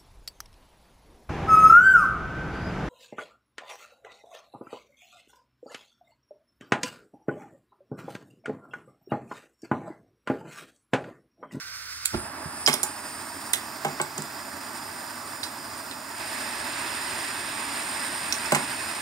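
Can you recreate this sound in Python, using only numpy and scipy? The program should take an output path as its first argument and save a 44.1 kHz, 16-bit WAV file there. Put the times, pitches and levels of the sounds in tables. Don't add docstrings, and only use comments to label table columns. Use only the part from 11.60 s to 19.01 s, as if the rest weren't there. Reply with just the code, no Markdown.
import sys
import numpy as np
from scipy import signal
from scipy.fft import rfft, irfft
from scipy.io import wavfile
from scipy.ndimage import uniform_filter1d

SR = 44100
rng = np.random.default_rng(int(sys.argv[2]) if len(sys.argv) > 2 else 0)


def to_wav(s):
    ch = np.atleast_2d(s).T
    pcm = np.round(np.clip(ch, -1, 1) * 32767)
    wavfile.write(sys.argv[1], SR, pcm.astype(np.int16))


def decibels_to_gain(level_db):
    exponent = np.asarray(level_db, float) / 20
    return 10 ** exponent


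N = 326781

# order in quarters of the firing tone, level in dB.
ENGINE_ORDERS = [(2, -12), (4, 0), (6, -9)]
ENGINE_HZ, ENGINE_CLIMB_HZ_PER_S, ENGINE_LAG_HZ, ENGINE_LAG_S = 77.7, 5, 12, 0.52
ENGINE_DB, ENGINE_RISE_S, ENGINE_FADE_DB_PER_S, ENGINE_GONE_S = -57.5, 0.38, 2.5, 4.3

# frequency in Hz, relative density in dB per Hz.
RUMBLE_SPECTRUM = [(30, -32), (65, -10), (110, -1), (140, -24), (480, -26), (900, -25), (1500, -60)]
RUMBLE_DB = -63.5
# frequency in Hz, t60 in seconds.
ROOM_DECAY = [(300, 0.29), (2000, 0.29), (8000, 0.18)]
STRUCK_ROOM_DB, BURNER_ROOM_DB = -8, -13.5
# frequency in Hz, left-right likeness (1 = alike).
LIKENESS = [(60, 0.95), (300, 1), (480, 0.67), (740, 0.99), (1290, 0.8), (2100, 0.35), (3400, 0.7),
            (5600, .95), (6300, .5), (7100, .8), (7800, .5), (8900, .88), (9700, .4), (11950, .8),
            (12700, .2), (15500, .6)]

# time in seconds, level in dB, brightness in dB per octave.
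KNOCKS = [(1.077, -21, 0.5), (1.084, -22, 14), (1.136, -28.5, 6), (1.232, -32, 3), (2.248, -21, 3.5),
          (2.267, -33, 3), (2.399, -23, 4.5), (2.417, -37, 3), (2.58, -31.5, -3.5), (6.9202, -16.5, 2),
          (6.947, -26, 9), (6.959, -24.5, 4)]
# frequency in Hz, level in dB, t60 in seconds.
BENCH_MODES = [(147, -8.5, 0.19), (212, -12.5, 0.13), (254.5, -13, 0.18), (364, -5, 0.11),
               (441, -6.5, 0.059), (550, -6.5, 0.039), (626, -1, 0.03), (806, -5.5, 0.056), (858, -9, 0.12),
               (1010, 1, 0.012), (1164, -12, 0.069), (1276, -23.5, 0.088), (1510, -6.5, 0.019),
               (1800, -8.5, 0.0045), (2200, -12, 0.029)]
# frequency in Hz, relative density in dB per Hz.
CONTACT_SPECTRUM = [(500, -44), (1200, -6), (2000, -3), (3000, 6), (5000, -20)]
CONTACT_DB, CONTACT_T60_S, RATTLE_S = -9, 0.056, 0.0098

# time in seconds, ring level in dB, ring pitch in Hz,
# ring t60 in seconds, crack level beside the ring in dB.
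CLICKS = [(1.0623, -7.5, 5120, 0.026, -8.5), (1.075, -16, 7850, 0.0086, 0.5), (1.075, -16, 3000, 0.0098, 3),
          (1.097, -23, 2390, .012, 3), (1.089, -17, 9300, .0077, -2), (1.126, -27, 8000, .005, 1),
          (1.13, -14.5, 5100, 0.019, -9.5), (1.1385, -15.5, 9600, 0.016, -4.5),
          (1.141, -23, 3450, .012, -3), (1.2313, -3.5, 9250, 0.0046, -15.5), (1.236, -7, 7300, 0.0066, -27),
          (1.932, -16.5, 9300, .008, 0), (1.9341, -12, 9000, 0.0081, 0),
          (1.9362, -18.5, 2780, 0.0024, -0.5), (2.247, -24, 6950, 0.0055, -1),
          (2.282, -26, 6030, .0058, -11), (2.415, -11, 7800, 0.0062, -16), (2.578, -23, 7540, 0.012, -8),
          (2.621, -24, 7500, 0.0075, -10), (3.8297, -29, 3970, 0.067, 1), (3.8368, -19.5, 4700, 0.011, -10),
          (3.837, -21, 9200, 0.0087, -10), (3.8435, -26, 4850, .023, -15), (4.311, -36, 3630, .0098, 5),
          (6.7246, -11.5, 5500, 0.0087, -5), (6.858, -27, 5300, .05, -15), (6.92, -17, 7760, .008, -3),
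          (6.948, -16.5, 7750, 0.016, -4), (6.9474, -14, 1860, 0.0067, 0)]
# multiple of the ring pitch, relative density in dB per Hz.
CRACK_SPECTRUM = [(.2, -30), (.45, -1), (.75, -1), (1.1, 6), (1.7, -8), (3, -11), (5, -31)]
CLICK_RISE_S, CRACK_T60_S = 0.0005, 0.015
CHATTER_DB, CHATTER_T60_S, CHATTER_PER_S = -5.5, 0.065, 1200

# frequency in Hz, relative density in dB per Hz.
SPARK_SPECTRUM = [(350, -72), (600, -15), (846, -16), (4160, -3), (5710, -18), (7310, 1.5), (16000, -12)]
WOOF_SPECTRUM = [(21, -36), (35, 8.5), (328, -7.5), (505, -15), (1120, -7.5), (1690, -18), (6000, -28),
                 (7800, -73)]
# start in seconds, level in dB, start Hz, end Hz, length in ms.
POPS = [(.535, -31, 69, 68, 49), (.544, -19.5, 353, 287, 15), (0.852, -30.5, 176, 105, 17.4)]
FLINT_AT_S, FLINT_DB, FLINT_HOLD_S = 0.4565, -17.5, 0.0015
FLINT_RISE_DB_PER_S, FLINT_FALL_DB_PER_S = 4000, 3500
WOOF_AT_S, WOOF_DB, WOOF_HOLD_S = 0.542, -24.5, 0.0079
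WOOF_RISE_DB_PER_S, WOOF_FALL_DB_PER_S = 1500, 1800

# frequency in Hz, relative density in dB per Hz.
ROAR_SPECTRUM = [(35, -40), (70, -35), (100, 8), (160, -14.5), (260, 3.5), (400, -4.5), (660, 0.5),
                 (1000, 0.5), (1700, -3.5), (2500, -14.5), (3500, -55)]
RASP_SPECTRUM = [(500, -11.5), (800, -6.5), (950, -5), (1300, -11.5), (1650, -3), (2100, -4), (2560, -3),
                 (3000, -12.5), (3500, -11), (4400, -14), (5500, -53)]
COLD_SPECTRUM = [(290, -74), (500, -57), (1200, -13), (1510, -6), (1760, -15), (2000, -10.5), (3140, -22.5),
                 (4500, -12), (5850, -12.5), (9900, -51)]
HISS_SPECTRUM = [(2500, -21.5), (3500, -19), (6500, -15.5), (8200, -10.5), (10200, -18.5), (11000, -13.5),
                 (11500, -22), (12700, -40), (14500, -13), (16500, -28)]
# frequency in Hz, width in Hz, relative peak in dB.
TUBE_MODES = [(5023, 830, -1.5), (7154, 310, -4), (11950, 400, -10), (13520, 420, -9.5), (15450, 650, -12)]
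WHISTLE_MODES = [(8954, 970, 0)]
# frequency in Hz, width in Hz, gain in dB.
ECHO_DIPS = [(172, 13, -26), (501, 59, -18), (747, 25, -19), (2180, 47, -5.5), (2398, 170, -7),
             (2610, 120, 3), (2714, 100, -4.5)]
# time in seconds, opening 0-1.
VALVE = [(0, 0.06), (4.52, 0.02), (4.62, 0.76), (4.8, 0.79), (5.2, 0.98), (7.41, 0.97)]
# level with valve at 0 in dB, gain with valve at 1 in dB,
# change at the middle of the settling in dB.
LAYERS = [(-41, 2, 0.5), (-47.5, 12, -2.5), (-45, 5, -3.5)]
# time in seconds, level in dB.
WHISTLE_LEVEL = [(0, -49), (.5, -44.5), (.6, -35.5), (.74, -44.5), (1.0, -37.5), (1.8, -44.5), (2.4, -53),
                 (3.3, -46.5), (4.5, -48), (4.61, -42.5), (6.2, -37.5), (7.41, -38)]
COLD_DB, CATCH_S = -42, 0.53
SETTLE_AT_S, SETTLE_S = 0.77, 0.14
OPEN_TOP_DB = -7

# frequency in Hz, left minus right in dB.
LEAN = [(60, 3), (200, -2.0), (380, -1.5), (700, -5), (1290, -7), (2380, -6.5), (4400, -4), (9000, 1),
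        (10600, -4), (11500, -19), (12800, -16), (13700, -3), (14400, -2), (15500, -6)]
# frequency in Hz, left lead in radians.
LEAD = [(0, 0), (7300, -.2), (8200, -1.4), (9300, -1), (9800, -3), (11000, -3), (12000, -1.1),
        (13300, -1.2), (14000, -2.2), (16300, -1.7)]
TURN_LEAD_US, TURN_AT_S, TURN_S = 100, 1.25, 0.41
AWAY_DB, AWAY_HZ, AWAY_LEAN_DB = -9, 9000, -7.5
LEFT_LEAD_MS, SCATTER_HZ, SCATTER_MS, SHADE_HZ = 0.16, 6200, 0.7, 9000
MIC_LOW_HZ, MIC_TOP_HZ = 62, 15750


def evened(x):
    return x / np.sqrt(np.mean(abs(x) ** 2) + 1e-20)


def read(points, hz):
    f, value = np.transpose(points)
    return np.interp(np.log(hz + 1), np.log(f + 1), value)


def density(points, hz):
    return decibels_to_gain(read(points, hz)) ** 2


def unit(power):
    return (power / power.sum())[:, None]


def add(mix, s, sound):
    part = mix[..., round(s * SR):][..., :sound.shape[-1]]
    part += sound[..., :part.shape[-1]]


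def filtered(x, order, hz, kind):
    return signal.sosfilt(signal.butter(order, hz, kind, fs=SR, output="sos"), x)


def humps(modes, hz):
    return sum(decibels_to_gain(db) ** 2 / (1 + (2 * (hz - f) / width) ** 2) ** 2 for f, width, db in modes)


def burst(points, envelope):
    z = rfft(rng.standard_normal(4096)) * decibels_to_gain(read(points, np.fft.rfftfreq(4096, 1 / SR)))
    return evened(irfft(z))[:len(envelope)] * envelope


def flash(at_s, db, rise_db_per_s, hold_s, fall_db_per_s, lead_s=0.036):
    t = np.arange(4096) / SR - lead_s
    level_db = db + rise_db_per_s * np.minimum(t, 0) - fall_db_per_s * np.maximum(t - hold_s, 0)
    return at_s - lead_s, decibels_to_gain(level_db)


def ports(x, right_db, left_low_db, left_high_db):
    low = filtered(x, 2, SCATTER_HZ, "lowpass")
    high = filtered(x, 2, [SCATTER_HZ, SHADE_HZ], "bandpass")
    taps = rng.standard_normal(150) * np.exp(-np.arange(150) / SR * 1000 / SCATTER_MS)
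    scattered = signal.oaconvolve(high, taps / np.linalg.norm(taps))[:N]
    left = decibels_to_gain(left_low_db) * low + decibels_to_gain(left_high_db) * scattered
    lead = round(LEFT_LEAD_MS * SR / 1000) + 2
    return np.array([np.roll(left, -lead), decibels_to_gain(right_db) * x])


def engine():
    t = np.arange(N) / SR
    hz = ENGINE_HZ + ENGINE_CLIMB_HZ_PER_S * t - ENGINE_LAG_HZ * np.exp(-(t / ENGINE_LAG_S) ** 2)
    quarters = np.cumsum(hz) / SR / 4
    tone = sum(decibels_to_gain(db) * np.sin(2 * np.pi * (k * quarters + rng.random())) for k, db in ENGINE_ORDERS)
    level_db = ENGINE_DB - ENGINE_FADE_DB_PER_S * t - 35 * np.clip(t - ENGINE_GONE_S, 0, 2)
    return np.sqrt(2) * tone * decibels_to_gain(level_db) * np.minimum(t / ENGINE_RISE_S + 0.15, 1)


def room(x):
    taps = np.zeros((2, SR // 2))
    at = np.arange(120, SR // 2 - 20, 20) + rng.integers(0, 20, (2, (SR // 2 - 121) // 20))
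    np.put_along_axis(taps, at, rng.choice([-1., 1.], at.shape), 1)
    hz, t, z = signal.stft(taps, SR, nperseg=256)
    same = np.clip(read(LIKENESS, hz), 0, 1)[:, None]
    z[0] = same * z[1] + np.sqrt(1 - same ** 2) * z[0]
    decay = decibels_to_gain(-60 * t / read(ROOM_DECAY, hz)[:, None])
    tail = signal.istft(z * decay, SR, nperseg=256)[1]
    return signal.oaconvolve(x, tail / np.linalg.norm(tail[0]), axes=1)[:, :N]


def knocks(rattle=0.14):
    out, t = np.zeros(N), np.arange(12000) / SR
    for s, db, tilt_db in KNOCKS:
        body = np.zeros(len(t))
        for k, (hz, mode_db, t60) in enumerate(BENCH_MODES):
            level_db = mode_db + tilt_db * np.log2(hz / 500) - 60 * t / t60
            body += (-1) ** k * decibels_to_gain(level_db) * np.sin(2 * np.pi * hz * t)
        blow = rattle * rng.standard_normal(1500) * np.exp(-t[:1500] / RATTLE_S) / np.sqrt(10)
        blow[0] = 1
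        knock = signal.fftconvolve(body, blow)
        add(out, s, decibels_to_gain(db) * knock / (1.32 * np.sqrt(np.mean(knock[:900] ** 2))))
        add(out, s, burst(CONTACT_SPECTRUM, decibels_to_gain(db + CONTACT_DB - 60 * t[:4000] / CONTACT_T60_S)))
    out = filtered(out, 6, 125, "highpass")
    return ports(out, 1.5, -1.3, -1.7)


def chatter(t, grain_samples=40):
    taps = (rng.random(len(t)) < CHATTER_PER_S / SR) * rng.exponential(1, len(t))
    grains = evened(signal.lfilter([1], [1, -np.exp(-1 / grain_samples)], taps))
    return grains * decibels_to_gain(CHATTER_DB - 60 * t / CHATTER_T60_S)


def clicks():
    out, t = np.zeros(N), np.arange(4000) / SR
    rise = np.minimum(t / CLICK_RISE_S, 1)
    for s, db, hz, ring_t60, crack_db in CLICKS:
        ring = np.sin(2 * np.pi * hz * t) * decibels_to_gain(-60 * t / ring_t60)
        envelope = decibels_to_gain(crack_db) * (decibels_to_gain(-60 * t / CRACK_T60_S) + chatter(t))
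        crack = burst([(hz * k, k_db) for k, k_db in CRACK_SPECTRUM], envelope)
        add(out, s, decibels_to_gain(db) * rise * (ring + crack))
    return ports(out, 3.7, -3.6, -0.68)


def ignition():
    out = np.zeros(N)
    flint = flash(FLINT_AT_S, FLINT_DB, FLINT_RISE_DB_PER_S, FLINT_HOLD_S, FLINT_FALL_DB_PER_S)
    woof = flash(WOOF_AT_S, WOOF_DB, WOOF_RISE_DB_PER_S, WOOF_HOLD_S, WOOF_FALL_DB_PER_S)
    for (s, envelope), spectrum in ((flint, SPARK_SPECTRUM), (woof, WOOF_SPECTRUM)):
        add(out, s, burst(spectrum, envelope))
    for s, db, start_hz, end_hz, length_ms in POPS:
        hz = np.linspace(start_hz, end_hz, round(length_ms * SR / 1000))
        add(out, s, decibels_to_gain(db) * np.hanning(len(hz)) * np.sin(2 * np.pi * np.cumsum(hz) / SR))
    return ports(out, 4.3, -0.76, 0)


def stove_power(t, hz, away, top, patchy_db=0.5, flutter_db=0.76):
    valve = np.interp(t, *np.transpose(VALVE))
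    settling = np.exp(-((t - SETTLE_AT_S) / SETTLE_S) ** 2)
    roar, rasp, hiss = (decibels_to_gain(low_db + open_db * valve + settle_db * settling) ** 2
                        for low_db, open_db, settle_db in LAYERS)
    waver = evened(uniform_filter1d(rng.standard_normal(len(t)), 30))
    whistle = decibels_to_gain(np.interp(t, *np.transpose(WHISTLE_LEVEL)) + 0.57 * waver) ** 2
    lit = np.clip((t - CATCH_S) / 0.05, 0, 1)
    echo_db = sum(db / (1 + (2 * (hz - f) / width) ** 2) for f, width, db in ECHO_DIPS)
    flame = (unit(density(ROAR_SPECTRUM, hz)) * roar + unit(density(RASP_SPECTRUM, hz)) * rasp) * lit
    power = decibels_to_gain(echo_db)[:, None] ** 2 * flame
    power += unit(density(COLD_SPECTRUM, hz)) * decibels_to_gain(COLD_DB) ** 2 * (1 - lit)
    power += unit(density(HISS_SPECTRUM, hz) + humps(TUBE_MODES, hz)) * hiss
    power += unit(humps(WHISTLE_MODES, hz)) * whistle
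    open_top_db = OPEN_TOP_DB * valve * np.clip(hz[:, None] / AWAY_HZ - 1, 0, 1)
    power *= decibels_to_gain(AWAY_DB * top * away + open_top_db) ** 2
    patches = rng.standard_normal((len(hz), len(t)))
    patches = evened(uniform_filter1d(uniform_filter1d(patches, 10, 0), 10, 1))
    flutter = evened(uniform_filter1d(rng.standard_normal(len(t)), 6))
    power *= decibels_to_gain(patchy_db * patches + flutter_db * flutter) ** 2
    return power + unit(density(RUMBLE_SPECTRUM, hz)) * decibels_to_gain(RUMBLE_DB) ** 2


def stove():
    t, hz = np.arange(N // 256 + 5) * 256 / SR, np.fft.rfftfreq(1024, 1 / SR)
    away = 1 / (1 + np.exp((t - TURN_AT_S) / TURN_S))
    top = 1 / (1 + (AWAY_HZ / (hz[:, None] + 1)) ** 8)
    power = stove_power(t, hz, away, top)
    a, b, c, d = rng.standard_normal((4, len(hz), len(t)))
    right, other = a + 1j * b, c + 1j * d
    same = np.clip(read(LIKENESS, hz), -1, 1)[:, None]
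    lead = read(LEAD, hz)[:, None] + 2 * np.pi * hz[:, None] * TURN_LEAD_US / 10 ** 6 * away
    left = (same * right + np.sqrt(1 - same ** 2) * other) * np.exp(1j * lead)
    lean = decibels_to_gain((read(LEAN, hz)[:, None] + AWAY_LEAN_DB * top * away) / 2)
    z = np.array([left * lean, right / lean]) * np.sqrt(power)
    return signal.istft(z, nperseg=1024, noverlap=768)[1][:, :N] * np.sqrt(2)


def scene():
    struck, burner = ignition() + clicks() + knocks(), stove()
    upper_burner = filtered(burner, 2, 700, "highpass")
    echoes = room(decibels_to_gain(STRUCK_ROOM_DB) * struck + decibels_to_gain(BURNER_ROOM_DB) * upper_burner)
    return burner + engine() + struck + echoes


def roll_off(x):
    return signal.sosfilt(signal.butter(12, 16680, fs=SR, output="sos"), x)


def record(dry):
    thin = filtered(dry, 4, MIC_LOW_HZ, "highpass")
    dull = signal.sosfilt(signal.ellip(8, 0.5, 40, MIC_TOP_HZ, fs=SR, output="sos"), thin)
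    return roll_off(dull)


dry = scene()
out = record(dry)
to_wav(out)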